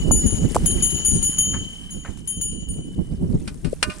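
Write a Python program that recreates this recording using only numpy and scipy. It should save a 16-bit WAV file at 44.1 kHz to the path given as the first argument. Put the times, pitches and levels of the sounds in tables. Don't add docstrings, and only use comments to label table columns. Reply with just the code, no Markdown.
import sys
import numpy as np
from scipy import signal
from scipy.fft import rfft, irfft
from scipy.io import wavfile

SR = 44100
rng = np.random.default_rng(int(sys.argv[2]) if len(sys.argv) > 2 else 0)


def master(y):
    cut = np.clip(np.atleast_2d(y).T, -1, 1)
    pcm = np.round(cut * 32767)
    wavfile.write(sys.argv[1], SR, pcm.astype(np.int16))


N = 176400
T = np.arange(N) / SR

# (frequency [Hz], level [dB])
WIND_SPECTRUM = [(20, 4.5), (60, 0.5), (125, -5), (165, 0.5), (240, -5.5), (400, -16.5), (600, -32),
                 (1500, -59), (8000, -110)]


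def from_db(db):
    return 10 ** (np.asarray(db) / 20)


def rms_one(x):
    return x / np.sqrt(np.mean(x ** 2) + 1e-20)


def fader(points):
    return np.interp(T, *np.transpose(points))


def panned(db):
    gains = from_db(np.array([[.5], [-.5]]) * db)
    return gains / np.sqrt(np.mean(gains ** 2, axis=0))


def drift(rate_hz):
    hop, warm_up = 40, 2000
    pole = np.exp(-2 * np.pi * hop * rate_hz / SR)
    white = rng.standard_normal((2, N // hop + warm_up + 2))
    slow = signal.lfilter([1], [1, -2 * pole, pole * pole], white)[:, warm_up:]
    return np.array([np.interp(np.arange(N) / hop, np.arange(len(row)), rms_one(row)) for row in slow])


def coloured(x, spectrum):
    hz, db = np.transpose(spectrum)
    curve_db = np.interp(np.log(np.fft.rfftfreq(N, 1 / SR) + 1e-9), np.log(hz), db)
    return rms_one(irfft(rfft(x) * from_db(curve_db), N))


def noise(spectrum, alike):
    white = rng.standard_normal((3, N))
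    return coloured(np.sqrt(alike) * white[2] + np.sqrt(1 - alike) * white[:2], spectrum)


def burst(s, attack, t60):
    rise = np.clip((T - s) / attack, 0, 1)
    return rise * np.exp(-np.log(1000) * np.clip((T - s - attack) / t60, 0, 5))


def bursts(rows):
    return sum(from_db(db) * burst(s, attack, t60) for s, db, attack, t60 in rows)


def swell(x):
    return np.exp(-np.minimum(x ** 2, 20))


def bell(modes, strikes):
    hum_t60_s, strike_s, restrike_loss_db = 1.97, .004, 3
    pan_db, sway_m = 4.5, .016
    out, sway_s = 0, sway_m * drift(3)[0] / 343
    hum_pair = [hz for hz, _ in modes if hz < 5000]
    shimmer_pair = [hz for hz, _ in modes if 9000 < hz < 10000]
    for hz, mode_db in modes:
        energy, hums = 0, hz in hum_pair
        t60 = hum_t60_s * (hum_pair[0] / hz) ** 1.37
        pair = hum_pair if hums else shimmer_pair
        side = .5 * np.sign(hz - np.mean(pair)) if hz in pair else 0
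        for s, hum, hum_lean, ring, shimmer, shimmer_lean in strikes:
            if hums:
                db = hum + side * hum_lean
            else:
                db = ring if hz < 8000 else shimmer + side * shimmer_lean
            damping = from_db(-restrike_loss_db * np.clip((T - s) / strike_s, 0, 1))
            energy = energy * damping ** 2 + (from_db(db + mode_db) * burst(s, strike_s, t60)) ** 2
        height = hz / 10000
        swing, flutter = drift(8), height ** 2 * drift(28)
        stereo_rad = (2.245 if hums else .66) * np.array([[0], [1]])
        waver_rad = .32 * flutter[0] + .5 * swing[::-1] * np.sqrt(height)
        phase = 2 * np.pi * (hz * (T + sway_s) + rng.random()) + stereo_rad + waver_rad
        gain = from_db(2.6 * swing * height + 3.2 * flutter[1]) * panned(pan_db * (.35 if hums else 1))
        out = out + np.sqrt(energy) * gain * np.sin(phase)
    clapper = bursts([(s, shimmer - 3, .0015, .022) for s, *_, shimmer, _ in strikes])
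    return out + clapper * rng.standard_normal((2, N)) * panned(pan_db)


def harness_bells():
    # (frequency [Hz], level [dB])
    first_modes = [(2964, -2.5), (3000, -3.5), (6905, 2), (9240, 5.5), (9290, -0.5), (10360, 2.5),
                   (10935, -2.5), (14725, -12)]
    second_modes = [(3028, 3), (3065, -2.5), (6778, 3.5), (9580, -0.5), (9700, 1.5), (10640, 5),
                    (12990, -14), (15430, -19)]
    # (time [s], hum [dB], hum lean [dB], ring [dB], shimmer [dB], shimmer lean [dB])
    first_strikes = [(-.15, -29, 2.5, -24.5, -64, 0), (0.1125, -34.5, 1, -14.5, -25, 10),
                     (0.943, -39.5, -11, -24.5, -46, -1), (1.057, -44.5, 17, -17, -26, -12.5),
                     (1.2252, -38.5, -12.5, -20.5, -27.5, 12), (2.4112, -37, -5.5, -25.5, -31.5, -11.5),
                     (2.6848, -48.5, 18.5, -39, -41.5, 22)]
    second_strikes = [(0.26, -43.5, -9.5, -25.5, -32, 19), (0.6579, -32, 7, -25.5, -21.5, -1),
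                      (0.822, -32.5, -5, -22.5, -24.5, 18.5), (1.047, -42.5, 20, -24, -33, -33),
                      (1.245, -36, 3, -27.5, -28.5, -17), (1.3826, -29, 10.5, -19, -23.5, -2),
                      (1.9046, -50, -10, -37.5, -43, 5), (2.2734, -41.5, 18, -31, -34.5, 20)]
    return bell(first_modes, first_strikes) + bell(second_modes, second_strikes)


def wind():
    # (time [s], level [dB])
    gusts_left = [(0, -22), (1.26, -29), (1.32, -50), (1.56, -26), (1.8, -47), (3.36, -25.5), (4, -48.5)]
    gusts_right = [(0.0, -26.5), (0.12, -10), (0.3, -35), (0.45, -12.5), (0.51, -46), (0.6, -16.5),
                   (0.9, -25.5), (1.05, -37), (1.55, -25.5), (1.77, -37.5), (2.7, -29.5), (3.4, -27),
                   (3.6, -39.5), (3.9, -29), (3.99, -36)]
    buffet_hz, buffet_db, flicker_db = 20.6, 3.5, 2.5
    level_db = np.array([fader(gusts_left), fader(gusts_right)]) + buffet_db * drift(buffet_hz)
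    force_db = np.minimum(level_db - level_db.mean(), 10)
    air, hz = rfft(noise(WIND_SPECTRUM, alike=.17)), np.fft.rfftfreq(N, 1 / SR)
    octaves, out = np.log2(np.clip(hz, 50, 1600) / 50), 0
    for k in range(6):
        band = irfft(air * np.clip(1 - abs(octaves - k), 0, 1), N)
        brighten_db = .35 * max(k - 2, 0) * force_db
        out = out + band * from_db(brighten_db + flicker_db * drift(buffet_hz))
    return out * from_db(.5 + level_db)


def grains(per_s, low_hz, high_hz, q):
    pitches, out = np.geomspace(low_hz, high_hz, 20), 0
    sizes = from_db(3 * np.minimum(rng.exponential(1, N), 4)) * rng.choice([-1, 1], N)
    clicks = sizes * (rng.random(N) < per_s / SR * from_db(7 * drift(14)[0]))
    pitch_index = rng.integers(0, len(pitches), N)
    for k, hz in enumerate(pitches):
        b, a = signal.iirpeak(hz, q, fs=SR)
        out = out + panned(rng.normal(6, 12)) * signal.lfilter(b, a, clicks * (pitch_index == k) + 1e-18)
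    return rms_one(out)


def soil():
    # (time [s], level [dB])
    rustle_levels = [(0, -55.5), (.8, -50.5), (1.7, -60), (2.6, -68.5), (3.35, -65.5), (4, -57)]
    # (frequency [Hz], level [dB])
    soil_spectrum = [(300, 13), (1200, 5.5), (2500, 2), (4500, 1), (7000, 3.5), (9500, 9), (11500, -4),
                     (16000, -19)]
    step_spectrum = [(300, -2.5), (900, 1), (2000, -2), (2700, -15), (14000, -58)]
    # (time [s], level [dB], attack [s], t60 [s])
    steps = [(1.53, -32, .012, .14), (2.047, -35, .004, .2)]
    crumbs = coloured(grains(per_s=350, low_hz=1620, high_hz=11130, q=24), soil_spectrum)
    rustle = noise(soil_spectrum, alike=.34) * from_db(2.36 * drift(19)) * panned(1.85)
    hooves = bursts(steps) * noise(step_spectrum, alike=.89)
    return from_db(9.5 + fader(rustle_levels)) * (rustle + from_db(-3) * crumbs) + hooves


def pops():
    # (time [s], level [dB], pitch [Hz], half-width [cycles], pan [dB])
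    pulses = [(0.1105, -6.5, 710, 0.41, -45), (0.5602, -4.5, 500, 0.48, -1), (0.5661, -3, 894, 0.81, -2),
              (2.991, -19, 362, 0.23, -36), (3.732, -12.5, 490, 1.1, 43)]
    out = 0
    for s, db, hz, width, pan in pulses:
        cycles = hz * (T - s)
        out = out - from_db(db) * panned(pan) * swell(cycles / width) * np.cos(2 * np.pi * cycles)
    return out


def puffs():
    # (time [s], level [dB], pan [dB])
    eddies = [(.114, -17.5, -3), (.258, -12, 9), (1.161, -17, -7), (1.969, -27, -2.5), (2.101, -30.5, -10),
              (2.548, -28.5, -22), (2.722, -28, -2), (3.003, -16, -20), (3.123, -22, -31),
              (3.228, -16.5, -5.5), (3.302, -18.5, -19), (3.352, -14.5, 1.5), (3.662, -13.5, 44)]
    half_width_s, tilt_db_per_octave = .018, 1.5
    envelope = sum(from_db(db) * panned(pan) * swell((T - s) / half_width_s) for s, db, pan in eddies)
    brighter = [(hz, db + tilt_db_per_octave * np.log2(hz)) for hz, db in WIND_SPECTRUM]
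    return envelope * noise(brighter, alike=0)


def tack_ticks():
    # (time [s], level [dB])
    ticks = [(0.5462, -20), (.5525, -21), (0.5619, -20), (2.173, -39), (3.543, -41)]
    # (frequency [Hz], level [dB])
    tick_spectrum = [(1000, -12), (4000, -26), (7000, -14.5), (9800, -11), (12000, -27), (16000, -56)]
    attack_s, t60_s = .00064, .02
    envelope = bursts([(s, db, attack_s, t60_s) for s, db in ticks])
    return envelope * noise(tick_spectrum, alike=.37) * panned(2)


def stick_knocks():
    # (time [s], level [dB], attack [s], contact t60 [s], frame ring [dB])
    hits = [(3.474, -30.5, 0.004, 0.084, -5), (3.645, -35.5, 0.0021, 0.14, 3),
            (3.8276, -10.5, 0.00018, 0.054, -2), (3.896, -38, 0.0048, 0.26, 14.5)]
    # (frequency [Hz], level [dB])
    crack_spectrum = [(300, -3), (1200, 3.5), (2300, 3.5), (3100, 0), (5000, 1.5), (6500, -8), (9200, 2),
                      (11000, -22), (16000, -34)]
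    frame_modes = [(608, -22), (1026, -26), (1206, -14.5), (1491, -13), (1814, -17), (2160, -18),
                   (2444, -8.5), (2805, -8.5)]
    t60_cycles = 245
    out = bursts([hit[:-1] for hit in hits]) * noise(crack_spectrum, alike=.32)
    for hz, mode_db in frame_modes:
        rings = [(s, db + mode_db + ring, attack, t60_cycles / hz) for s, db, attack, _, ring in hits]
        shake = drift(44)
        phase = 2 * np.pi * (hz * T + rng.random()) + .5 * shake[1] + rng.normal(0, .61, (2, 1))
        out = out + bursts(rings) * from_db(2 * shake[0]) * np.sin(phase)
    return out


def scene():
    return tack_ticks() + harness_bells() + wind() + puffs() + pops() + soil() + stick_knocks()


def record(dry):
    low_cut = signal.butter(2, 18, "high", fs=SR, output="sos")
    high_cut = signal.ellip(10, .1, 80, 16500, fs=SR, output="sos")
    return signal.sosfilt(high_cut, np.clip(signal.sosfilt(low_cut, dry), -.8, .8))


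dry = scene()
out = record(dry)
master(out)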